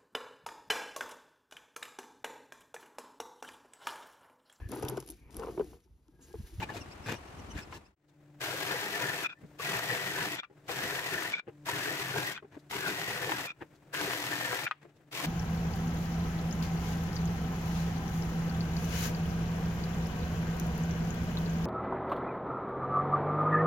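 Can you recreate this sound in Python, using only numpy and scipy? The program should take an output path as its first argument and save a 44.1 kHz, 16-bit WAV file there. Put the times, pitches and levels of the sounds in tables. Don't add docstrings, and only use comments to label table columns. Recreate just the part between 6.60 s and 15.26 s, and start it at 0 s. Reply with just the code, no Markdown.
import sys
import numpy as np
from scipy import signal
from scipy.fft import rfft, irfft
from scipy.io import wavfile
from scipy.ndimage import uniform_filter1d

SR = 44100
rng = np.random.default_rng(int(sys.argv[2]) if len(sys.argv) > 2 else 0)


def invert_db(level):
    return 10 ** (np.asarray(level, dtype=float) / 20)


def wav_record(signal):
    frames = np.transpose(np.atleast_2d(signal))
    bounded = np.clip(frames, -1, 1)
    quanta = np.round(bounded * 32767).astype(np.int16)
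    wavfile.write(sys.argv[1], SR, quanta)


N = 381906
HOP, FIRST = 1024, 400
COUNT = N // HOP + 2
MIDDLE = (FIRST + HOP * np.arange(COUNT)) / SR
HZ = np.fft.rfftfreq(2 * HOP, 1 / SR)

# (frequency [Hz], density [dB per Hz])
RASP = [(290, -41), (500, -12.5), (569, -14.5), (677, -2.5), (793, -7), (1280, -5), (1800, -10), (2050, -3),
        (3160, -6.5), (7620, -15.5), (10000, -20.5), (12300, -17), (15700, -23)]
# (start [s], end [s])
TRIGGER = [(1.8, 2.645), (3.002, 3.759), (4.088, 4.711), (5.064, 5.733), (6.104, 6.87), (7.326, 8.055),
           (8.529, 8.68)]


def jigsaw():
    # (frequency [Hz], bandwidth [Hz])
    casing = [(1400, 52), (1490, 115), (1622, 51), (1700, 8.2), (1771, 40), (1860, 27), (1945, 47),
              (2150, 8), (2420, 13), (2640, 42)]
    # (frequency [Hz], bandwidth [Hz], level [dB])
    board = [(88, 46, -17.5), (131.4, 13.5, -1.5), (184, 18.7, -5.5), (308, 17.3, -1.5), (400.6, 13, 1),
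             (498.5, 26.4, -5.5), (689, 99, -10), (847, 18.5, -8), (968, 24, -7)]
    rasp_db, board_db, gear_hz, gear_db = cutting()
    load = rasp_db + 1.33 * rng.standard_normal(COUNT)
    gear_hz = (gear_hz * (1 + 0.008 * rng.standard_normal(COUNT)))[:, None]
    mesh = (ring(gear_hz, 250) + 0.32 * ring(2430, 600)) * (0.14 + modes(casing, scatter_db=3.5))
    gear_db = load + gear_db - 0.7 + 0.35 * rng.standard_normal(COUNT)
    board_db = load + board_db + 0.54 + 0.096 * rng.standard_normal(COUNT)
    body = level(mesh, gear_db) + level(modes(board, scatter_db=2.5), board_db)

    rasp = level(invert_db(along(RASP)), load + 5.64)
    bite = 1 / (1 + (HZ / 2900) ** 4)
    air_swells = strokes(depth_db=6.5) * lumps(depth_db=1.0, size=30)
    tooth_swells = strokes(depth_db=9) * lumps(depth_db=2.5, size=140)
    jolts = strokes(depth_db=7) * lumps(depth_db=2.3, size=120)
    air = heard(rasp * np.sqrt(1 - bite), air_swells)
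    teeth = heard(rasp * np.sqrt(bite), tooth_swells)
    return air + teeth + heard(body, jolts, locked=0.75)


def cutting():
    # (rasp [dB], board [dB], rattle re rasp [dB])
    cut_levels = [(-43, -45.5, -.5), (-42.5, -45, 0.5), (-43, -44, 1.1), (-43, -45.5, 0),
                  (-44.5, -48.5, -1), (-41.5, -43, -1.5), (-42, -47, -8.5)]
    # (middle [s], push [dB], half length [s])
    pushes = [(1.917, 4, 0.053), (2.135, 5, 0.047), (2.274, 3.5, .04), (2.445, 8, 0.07),
              (2.604, 1.5, 0.049), (3.134, 3.5, 0.051), (3.34, 4.5, 0.043), (3.626, 8.5, 0.072),
              (4.146, 0, 0.072), (4.24, 3, 0.063), (4.364, -0.5, 0.033), (4.575, 4, 0.06),
              (5.157, 5.5, 0.039), (5.331, 5, 0.051), (5.418, -0.5, 0.04), (5.56, 8.5, 0.08),
              (6.178, 6, 0.043), (6.299, 8, 0.066), (6.41, 8, 0.031), (6.516, 5.5, 0.055),
              (6.687, 10.5, 0.12), (7.444, 4, 0.047), (7.58, -2, 0.051), (7.77, -1.5, .06),
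              (7.911, 2, 0.021), (8.65, 10, 0.03)]
    # (time [s], rate [Hz], rattle re its usual level [dB])
    mesh_curves = [
        [(1.82, 1640, -0.5), (1.988, 1550, -2), (2.04, 1820, -6), (2.132, 1690, 1), (2.19, 1840, -1.5),
         (2.53, 1780, 1.5), (2.556, 1900, -0.5), (2.64, 1800, -2)],
        [(3.01, 1790, 3), (3.092, 1850, -0.5), (3.174, 1760, 1.5), (3.238, 1880, -3), (3.338, 1810, 0),
         (3.49, 1970, -1), (3.626, 1640, 0), (3.75, 1950, -6)],
        [(4.1, 1630, -5.5), (4.172, 1640, 1), (4.252, 1830, -0.5), (4.484, 1890, -1.5), (4.554, 1740, -0.5),
         (4.7, 1870, 0)],
        [(5.07, 1770, 0.5), (5.098, 1850, -1.5), (5.204, 1710, 1.5), (5.424, 1910, -3), (5.576, 1570, -2),
         (5.72, 1900, -2.5)],
        [(6.12, 1840, -12), (6.204, 1660, 0.5), (6.266, 1620, 3), (6.312, 1880, -0.5), (6.496, 1840, -1),
         (6.746, 1750, -0.5), (6.86, 1840, -6.5)],
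        [(7.35, 1700, 7), (7.418, 1610, -5), (7.448, 1750, 0.5), (7.624, 1910, -3), (7.738, 1750, 2.5),
         (7.772, 1900, 0.5), (7.926, 1740, 2), (8.05, 1815, 0)],
    ]
    spin_up_db, spin_up_s = 9.5, 0.0033
    exit_db, exit_s = 1.5, 0.14
    rasp_follows, rattle_follows = 0.25, 0.49
    rattle_late_db, bite_s = 4, 0.13

    cuts = np.hstack([TRIGGER, cut_levels])
    start, end, rasp_db, board_db, rattle_db = cuts[latest(cuts[:, 0], MIDDLE)].T
    since, left = abs(MIDDLE - start), abs(end - MIDDLE)
    on = (MIDDLE >= start) & (MIDDLE <= end)
    s, push_db, half_s = np.transpose(pushes)[..., None]
    bump = np.exp(-((MIDDLE - s) / half_s) ** 2)
    push = np.sum(bump * push_db, axis=0)
    mesh_hz, grind_db = per_slice(np.vstack(mesh_curves))
    edges_db = spin_up_db * np.exp(-since / spin_up_s) + exit_db * np.exp(-left / exit_s)
    rattle_db = rattle_db + grind_db + (rattle_follows - rasp_follows) * push
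    rattle_db = rattle_db + rattle_late_db * (1 - np.exp(-since / bite_s))
    rasp_db = rasp_db + rasp_follows * push
    return np.where(on, rasp_db - edges_db, -150), board_db + push - rasp_db, mesh_hz, rattle_db


def snags():
    # (time [s], peak [dB], ring [Hz])
    snag_rows = [(1.883, -29, 640), (2.024, -32, 1830), (2.253, -30, 1740), (2.488, -26, 1750),
                 (2.537, -31, 1920), (2.997, -27, 1125), (3.3, -21, 1765), (3.583, -29, 997),
                 (3.672, -30, 1764), (3.73, -28, 1910), (4.299, -29, 1800), (4.387, -26, 1830),
                 (4.442, -32.5, 2300), (4.578, -25.5, 1744), (4.649, -25, 1830), (4.672, -28, 1910),
                 (5.085, -23, 964), (5.133, -26, 1750), (5.291, -25, 1753), (5.446, -29, 1880),
                 (5.556, -26, 910), (5.578, -30, 1590), (5.655, -28.5, 1770), (5.673, -23.5, 1830),
                 (5.695, -28, 1890), (6.44, -32, 1910), (6.593, -30, 1750), (6.837, -31, 1930),
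                 (7.391, -26.5, 1580)]
    return bursts(snag_rows, rise_s=0.0012, fall_s=0.012, db=-6)


def drums():
    # (time [s], peak [dB], ring [Hz])
    drum_rows = [(1.936, -32, 525), (2.024, -38, 392), (2.141, -31, 473), (2.256, -36, 442),
                 (2.411, -33, 495), (2.995, -35, 480), (3.14, -33, 407), (3.312, -35, 497),
                 (3.58, -33, 390), (4.095, -31, 470), (4.322, -35, 406), (4.882, -39.5, 446),
                 (5.105, -39, 503), (5.185, -35, 288), (5.272, -30.5, 415), (5.555, -30, 437),
                 (5.823, -45, 386), (5.968, -42, 296), (6.617, -35, 404), (6.677, -42, 323),
                 (6.805, -40, 296), (7.019, -45, 344), (7.335, -36, 527), (7.437, -32, 382),
                 (7.475, -29, 408), (7.925, -29.5, 420)]
    return bursts(drum_rows, rise_s=0.0023, fall_s=0.017, db=-3)


def brake():
    # (time [s], length [s], main ring [dB], low ring re main [dB], high ring re main [dB])
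    squeals = [(2.656, 0, -33.5, 3, -10), (2.703, 0, -44, 2, -5), (2.726, 0.01, -48.5, 6, -14),
               (3.794, 0, -46, 2, 5), (3.84, 0, -51, 6, -8), (4.746, 0.012, -36, -7, -8),
               (4.792, 0, -47, 5.5, -11), (5.768, 0, -46.5, 2, -2), (5.791, 0, -66, 18, 0),
               (6.882, 0.027, -38, -3, -10), (8.066, 0, -39, 5, -15), (8.09, 0, -66, 17, -6)]
    # (frequency [Hz], bandwidth [Hz])
    housing = [
        (2470, 75),
        (1460, 160),
        (3470, 170),
        (5070, 60),
        (5700, 50),
    ]
    # (frequency [Hz], density [dB per Hz])
    whirr_points = [(60, -38), (150, 10), (400, 7), (900, 8.5), (2000, 15.5), (3200, 11.5), (7600, -6),
                    (10000, -25), (12300, -23), (15800, -44)]
    whirr_under_db = -16
    squeal_db = in_slices(squeals, arch_db=8)
    main_db, low_db, high_db = squeal_db + 1.1 * rng.standard_normal((3, COUNT))
    whirr_db, whine_db, grip_hz = coasting()
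    tune = 1 + 0.0069 * rng.standard_normal((5, COUNT, 1))
    tune[:2] *= grip_hz[..., None] / np.array(housing)[:2, :1, None]
    main, low, high, *top = [ring(hz * k, w) * ring(hz * k, 11 * w) for (hz, w), k in zip(housing, tune)]
    rings = level(main + 0.03 * sum(top), main_db + 0.33)
    rings = rings + level(low, main_db + low_db - 8.5) + level(high, main_db + high_db - 3.0)
    whine = level(invert_db(along(RASP)) * (HZ > 5000), whine_db)
    whirr = level(invert_db(along(whirr_points)), np.maximum(whirr_db, main_db + whirr_under_db) + 10.0)
    return heard(rings + whine + whirr, lumps(depth_db=3.5, size=220), locked=0.22)


def coasting():
    # (time [s], coasting [s], whirr [dB], main ring [Hz], low ring [Hz])
    stops = np.array([(2.656, .015, -46.5, 2483, 1420), (3.771, .035, -50, 2400, 1430),
                      (4.723, .075, -52, 2350, 1480), (5.744, .03, -54, 2460, 1500),
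                      (6.882, .03, -56.5, 2464, 1300), (8.066, .03, -58.5, 2360, 1410)])
    whirr_fall_db, whine_fall_db = 68, 330
    whine_re_whirr_db = -10
    half_slice = HOP / SR / 2
    s, length, whirr_db, *grip_hz = stops[latest(stops[:, 0], MIDDLE + half_slice)].T
    since = MIDDLE - s
    on = (since > -half_slice) & (since < length)
    whine_db = np.where(on, whirr_db + whine_re_whirr_db - whine_fall_db * since, -150)
    return np.where(on, whirr_db - whirr_fall_db * since, -150), whine_db, np.array(grip_hz)


def walls(x):
    tail_db, t60_s = -21.5, 0.089
    t = np.arange(SR // 4) / SR
    tail = uniform_filter1d(rng.standard_normal((2, len(t))), size=4) * invert_db(-60 * t / t60_s)
    return x + invert_db(tail_db) * signal.fftconvolve(x, tail / np.linalg.norm(tail[0]), axes=1)[:, :N]


def clacks():
    # (time [s], peak [dB], ring [Hz], t60 [s])
    clack_rows = [(0.485, -33, 930, 0.035), (1.125, -36, 1040, 0.051), (3.605, -29, 1516, 0.029),
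                  (3.832, -37.5, 1180, 0.063), (5.776, -34, 1470, 0.046), (6.693, -24, 880, 0.032),
                  (6.718, -19.5, 860, 0.037), (4.092, -29, 850, 0.061), (6.125, -33.5, 993, 0.11),
                  (7.347, -29, 1620, 0.062), (8.6, -32.5, 1045, 0.069), (7.928, -23.5, 818, 0.035),
                  (8.067, -23.5, 1310, 0.044), (8.077, -23, 1510, 0.017), (8.111, -21, 1186, 0.042)]
    return knocks(clack_rows, spread=0.038, puff=0.89, puff_hz=2840, tick=0.013)


def thuds():
    # (time [s], peak [dB], ring [Hz], t60 [s])
    thud_rows = [(2.832, -39, 194, 0.095), (3.899, -48.5, 362, 0.11), (4.876, -34.5, 417, 0.089),
                 (5.825, -40, 507, 0.057), (5.845, -38, 380, 0.057), (5.967, -30.5, 303, 0.042),
                 (7.016, -32, 357, 0.071), (8.246, -44.5, 323, 0.12)]
    return knocks(thud_rows, spread=0.083, puff=0.41, puff_hz=2040, tick=0)


def rubs():
    # (time [s], length [s], scrape [dB], bench boom re scrape [dB], hiss re scrape [dB])
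    drags = [(.009, 0.032, -40.5, -2.5, -13), (.102, 0.012, -42.5, 1, -18), (.148, 0.038, -48, 2.5, -7),
             (.473, 0.068, -37.5, 2, -12), (.961, 0.053, -46.5, -6, -11.5), (1.124, 0.049, -52.5, 4, -7),
             (5.93, 0.025, -57, 1, -17.5), (7.021, 0, -48.5, -1, -30), (8.229, 0.018, -60, 1, -15)]
    # (time [s], scrape [dB], bench boom re scrape [dB], hiss re scrape [dB])
    shoves = [(2.842, -75, 24, -30), (3.91, -84, 22, -30), (4.073, -63, -12, -8), (4.885, -58, 8, -54),
              (5.838, -73, 15, -30), (5.861, -76, 3, -30), (6.975, -70, -9, -21), (8.3, -67, 3, -15),
              (1.5, -84, -3, 2), (6.005, -82.5, 0, 7.5), (7.155, -86.5, 0, 7.5), (8.37, -77, 11, -1),
              (2.87, -83, 0, 4)]
    # (frequency [Hz], bandwidth [Hz])
    square = [(880, 100), (1120, 48), (1680, 81), (2450, 21), (2850, 97)]
    # (frequency [Hz], density [dB per Hz])
    scrape_points = [(300, -27), (700, 11.5), (1100, 7.5), (1700, 12.5), (2600, 7), (4000, -12),
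                     (5000, -49)]
    boom_points = [(50, -47), (110, 3.5), (200, -7.5), (380, -6), (600, -12.5), (900, -58.5)]
    hiss_points = [(2500, -8.5), (3500, 5.5), (7500, -1), (9500, -10), (12500, -7.5), (15900, -18)]
    rows = [*drags, *[(s, 0, *db) for s, *db in shoves]]
    scrape_db, boom_db, hiss_db = in_slices(rows, arch_db=12.5) + 1.1 * rng.standard_normal((3, COUNT))
    laid_on = np.where(MIDDLE < 0.12, 0.6, 0.3)[:, None]
    steel = np.abs(modes(square, scatter_db=8.5)) * laid_on
    colour = level(invert_db(along(scrape_points)) * (0.35 + steel), scrape_db + 0.36)
    colour = colour + level(invert_db(along(boom_points)), scrape_db + boom_db + 0.19)
    colour = colour + level(invert_db(along(hiss_points)), scrape_db + hiss_db + 5.5)
    return heard(colour, lumps(depth_db=2.5, size=60), lag=0)


def sings():
    # (time [s], peak [dB], ring [Hz])
    sing_rows = [(.018, -29, 870), (.024, -31, 2410), (.026, -46, 3850), (.14, -40, 707), (.162, -45, 1850),
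                 (.965, -45, 2150), (.98, -41, 2400), (.985, -49, 1500), (1.135, -51, 1700),
                 (1.15, -48, 2710), (3.782, -46, 1400), (3.788, -46, 2100), (.088, -35, 1716),
                 (.09, -39, 1100), (.092, -54, 2830), (2.7, -50, 3400), (2.75, -62, 1750),
                 (2.77, -56.5, 1800), (2.812, -64, 1800)]
    return bursts(sing_rows, rise_s=0.004, fall_s=0.018, db=-1.0)


def birds():
    # (time [s], pitch of the strong octave [Hz], glide [Hz], level [dB])
    chirps = [(.218, 5600, -500, -55.5), (0.323, 5040, 847, -59), (.45, 5400, 2, -62), (.566, 5720, 0, -59),
              (.682, 5600, 0, -69), (.798, 5800, 2, -63), (.915, 5960, -200, -57), (1.03, 5230, -1, -58),
              (1.146, 5540, -4, -63), (1.263, 5150, 498, -71.5)]
    out, t = np.zeros((2, N)), (np.arange(2 * HOP) - HOP) / SR
    for s, hz, glide, db in chirps:
        waver = np.cumsum(rng.standard_normal((2, 2 * HOP)), axis=1) * 0.08
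        phase = np.pi * (hz * t + glide * t * t * SR / (2 * HOP)) + waver
        chirp = np.sin(2 * phase) + 0.86 * np.sin(phase) + 0.24 * np.sin(3 * phase)
        out[:, round(s * SR) - HOP:][:, :2 * HOP] += invert_db(db + 6.0) * chirp * np.hanning(2 * HOP)
    return out


def fan():
    # (frequency [Hz], level [dB])
    partials = [
        (145.3, -61),
        (296.1, -64.5),
        (581.4, -81),
        (726.7, -87),
    ]
    # (frequency [Hz], density [dB per Hz])
    air_points = [(20, -16), (70, -6), (150, -0.5), (230, -9.5), (330, -2.5), (450, -8.5), (600, -9.5),
                  (1170, -18), (1600, -16.5), (2600, -22.5), (4000, -35.5), (6000, -54)]
    treble_points = [(2000, -41), (3500, -5), (8000, -1.5), (9500, -6), (15700, -3)]
    hum_db, air_db, treble_db, top_db = recovery()
    t = np.arange(N) / SR
    drift, sway = [np.interp(t, MIDDLE, v) for v in rng.standard_normal((2, COUNT))]
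    base_hz, base_db = partials[0]
    lines = sum(invert_db(db - base_db) * np.sin(2 * np.pi * hz * t + 0.07 * drift * hz / base_hz)
                for hz, db in partials)
    hum = lines * invert_db(np.interp(t, MIDDLE, hum_db) + 5.0 + 0.8 * sway)

    swell = 2.5 * rng.standard_normal(COUNT)
    air = level(invert_db(along(air_points)), air_db + swell + 8.0)
    bright = invert_db(along(treble_points))
    low = 1 / (1 + (HZ / 8800) ** 12)
    treble = level(bright * low, treble_db + 0.4 * swell - 5.0)
    treble = treble + level(bright * (1 - low), top_db + 0.73 * swell - 0.1)
    return hum * invert_db([[.8], [-.8]]) + heard(air + treble, lag=0)


def recovery():
    # (time [s], dip [dB], recovery [s], fan hum
    # [dB], air [dB])
    pauses = [(1.36, 26, 0.44, -53.5, -64), (2.76, 8.5, 0.056, -62, -63), (3.87, 17, 0.22, -55.5, -61.5),
              (4.82, 26, 0.23, -50, -60.5), (5.81, 8, 0.24, -59, -64.5), (6.94, 8.5, 0.025, -69.5, -67),
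              (8.15, 3, 0.036, -70, -72)]
    hum_dips, treble_dips, top_dips = 1.7, 1.13, 1.3
    treble_re_air_db, top_re_air_db = -4, -11
    following = np.searchsorted(np.array(TRIGGER)[:, 0], MIDDLE)
    s, dip_db, rise_s, hum_db, air_db = np.array(pauses)[np.minimum(following, len(pauses) - 1)].T
    gain = 1 - (1 - invert_db(-dip_db)) * np.exp(-np.maximum(MIDDLE - s, 0) / rise_s)
    dip_db = 100 * (MIDDLE < pauses[0][0]) - 20 * np.log10(gain)
    treble_db = air_db + treble_re_air_db - treble_dips * dip_db
    top_db = air_db + top_re_air_db - top_dips * dip_db
    return hum_db - hum_dips * dip_db, air_db - dip_db, treble_db, top_db


def shed():
    # (time [s], level [dB])
    rumble_curve = [(0, -50.5), (.22, -48.5), (.53, -51.5), (.7, -48), (.95, -43), (1.05, -47),
                    (1.4, -48.5)]
    # (frequency [Hz], density [dB per Hz])
    rumble_points = [(12, -62), (20, -54), (70, 6), (113, -7), (164, -6.5), (282, -11), (400, -16),
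                     (520, -43), (880, -120)]
    shed_points = [(120, -31), (200, -27), (293, -9), (717, -6), (909, -6), (1290, -9.5), (2530, -15),
                   (3510, -21), (8120, -28), (15700, -40)]
    fade_from_s, fade_to_s = 0.96, 1.352
    fade = (fade_to_s - MIDDLE) / (fade_to_s - fade_from_s)
    fade_db = 20 * np.log10(np.clip(fade, 1e-7, 1))
    rumble_db, air_db = per_slice(rumble_curve)[0] + fade_db, -52.5 + fade_db
    sway = rng.standard_normal((2, COUNT))
    colour = level(invert_db(along(rumble_points)), rumble_db + 1.0 + 3.6 * sway[0])
    colour = colour + level(invert_db(along(shed_points)), air_db + 4.5 + 0.21 * sway[1])
    return heard(colour, left=[(100, 1.5), (5000, 2.6)], lag=0,
                 alike=[(40, 0.3), (70, 0.98), (200, 0.96), (550, 0.32), (1600, 0.033)])


def knocks(rows, spread, puff, puff_hz, tick):
    out, t = np.zeros((2, N + SR)), np.arange(SR // 4) / SR
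    band = signal.butter(3, [puff_hz / 4, puff_hz], "bandpass", fs=SR, output="sos")
    for s, db, hz, t60 in rows:
        ratios = np.array([1, 1.24, 1.6, 2.06])[:, None] * (1 + spread * rng.standard_normal((4, 1)))
        wander = 0.0076 * np.cumsum(rng.standard_normal((4, len(t))), axis=1)
        phases = 2 * np.pi * hz * ratios * t + wander + 0.67 * rng.standard_normal((2, 4, 1))
        body = np.sum(np.sin(phases) * np.array([0.61, 0.3, 0.17, 0.21])[:, None], axis=1)
        noise = rng.standard_normal((2, len(t)))
        bounces = 1 + 0.4 * np.cos(2 * np.pi * 140 * t - 0.8)
        shape = bounces * invert_db(-60 * t / t60) * (1 - np.exp(-t * hz))
        crack = tick * noise * invert_db(-60 * t / 0.025)
        tail_shape = invert_db(-60 * t / 0.38) * (1 - np.exp(-t / 0.006))
        tail = 0.027 * signal.sosfilt(band, noise[::-1]) * tail_shape
        blow = (body + puff * signal.sosfilt(band, noise)) * shape + crack + tail
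        out[:, round(s * SR):][:, :len(t)] += invert_db(db + 2.5) * blow * invert_db([[1.7], [-1.7]])
    return out[:, :N]


def bursts(rows, rise_s, fall_s, db):
    out, t = np.zeros((2, N + SR)), np.arange(SR // 16) / SR
    shape = (1 - np.exp(-t / rise_s)) * np.exp(-(t / fall_s) ** 2)
    for s, peak_db, hz in rows:
        wander = 0.039 * np.cumsum(rng.standard_normal((2, len(t))), axis=1)
        lead = np.pi * hz * 6 / SR * np.array([[1], [-1]]) + 0.47 * rng.standard_normal((2, 1))
        tone = np.sin(2 * np.pi * hz * t + wander[0] + lead)
        tone = tone + 0.26 * np.sin(2.2 * np.pi * hz * t + wander[1] - lead)
        out[:, round(s * SR):][:, :len(t)] += invert_db(peak_db + db) * tone * shape * invert_db([[1.8], [-1.8]])
    return out[:, :N]


def strokes(depth_db, stroke_hz=53):
    start, speed = rng.random((2, COUNT, 1))
    turn = start + stroke_hz * (.9 + .2 * speed) * np.arange(2 * HOP) / SR
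    since_jolt = (2 * turn) % 1
    g = invert_db(depth_db * (np.exp(-since_jolt / 0.87) + 0.19 * np.cos(2 * np.pi * turn)))
    return g / np.sqrt(np.mean(g ** 2))


def lumps(depth_db, size):
    g = uniform_filter1d(rng.standard_normal((COUNT, 2 * HOP)), size)
    g = invert_db(depth_db * g / g.std())
    return g / np.sqrt(np.mean(g ** 2))


def ring(hz, width):
    return 1j * HZ * width / (hz * hz - HZ * HZ + 1j * HZ * width + 1e-9)


def modes(table, scatter_db):
    shake = uniform_filter1d(rng.standard_normal((len(table), COUNT, 1)), size=3, axis=1)
    shake = invert_db(scatter_db * shake / shake.std())
    total = 0
    for k, (hz, width, *db) in enumerate(table):
        total = total + (-1) ** k * shake[k] * invert_db(sum(db)) * ring(hz, width)
    return total


def along(points, hz=HZ):
    f, v = np.transpose(points)
    return np.interp(np.log(hz + 1), np.log(f + 1), v)


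def level(response, db):
    rms = np.sqrt(np.mean(np.abs(response) ** 2, axis=-1, keepdims=True))
    return response / rms * invert_db(db)[:, None]


def per_slice(rows):
    s, *cols = np.transpose(rows)
    return np.array([np.interp(MIDDLE, s, c) for c in cols])


def latest(starts, at):
    return np.maximum(np.searchsorted(starts, at) - 1, 0)


def in_slices(rows, arch_db):
    out = np.full((len(rows[0]) - 2, COUNT), -150.)
    for s, length, *cols in rows:
        u = (MIDDLE - s - length / 2) / (length / 2 + HOP / SR / 2)
        covered = abs(u) <= 1
        out[:, covered] = np.array(cols)[:, None]
        out[0, covered] -= arch_db * (length > 0) * u[covered] ** 2
    return out


def heard(colour, gate=0.69, alike=None, left=None, lag=6, locked=0.):
    # (frequency [Hz], coherence [0 to 1])
    usual_alike = [(40, .1), (70, .9), (150, .97), (400, .9), (1000, .64), (2000, .47), (4000, .38),
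                   (8000, .2), (15000, .1)]
    # (frequency [Hz], level [dB])
    usual_left = [(60, 2), (150, 0.5), (380, 3.0), (950, 4), (2380, 3.5), (5000, 1), (9000, 4),
                  (15000, 7.5)]
    drive = rng.standard_normal((2, COUNT, 2 * HOP))
    stream = drive[..., :HOP]
    joined = np.concatenate([stream, np.roll(stream, -1, axis=1)], axis=2)
    noise = np.sqrt(1 - locked) * drive[:, ::-1] + np.sqrt(locked) * joined
    a, b = rfft(noise * gate) * colour
    turn = np.arccos(np.clip(along(alike or usual_alike), 0, 1)) / 2
    side = invert_db(along(left or usual_left) / 2) * np.exp(1j * np.pi * HZ * lag / SR)
    left_ear = (a * np.cos(turn) + b * np.sin(turn)) * side
    right_ear = (a * np.cos(turn) - b * np.sin(turn)) / side
    return join(irfft(np.array([left_ear, right_ear])))


def join(slices):
    faded = slices * np.hanning(2 * HOP) ** .93
    rising = np.pad(faded[..., :HOP], ((0, 0), (0, 1), (0, 0)))
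    falling = np.pad(faded[..., HOP:], ((0, 0), (1, 0), (0, 0)))
    return (rising + falling).reshape(2, -1)[:, HOP - FIRST:][:, :N]


def scene():
    saw = jigsaw() + snags() + drums() + walls(brake())
    handling = clacks() + thuds() + rubs() + sings()
    return saw + handling + birds() + fan() + shed()


def band_limit(x):
    return signal.sosfilt(signal.butter(12, 15810, fs=SR, output="sos"), x)


def record(dry):
    ceiling, top_hz = 0.16, 15740
    held = dry / (1 + np.abs(dry / ceiling) ** 4) ** (1 / 4)
    kept = irfft(rfft(held) * (np.fft.rfftfreq(N, 1 / SR) < top_hz), N)
    return band_limit(kept)


dry = scene()
out = record(dry)
wav_record(out)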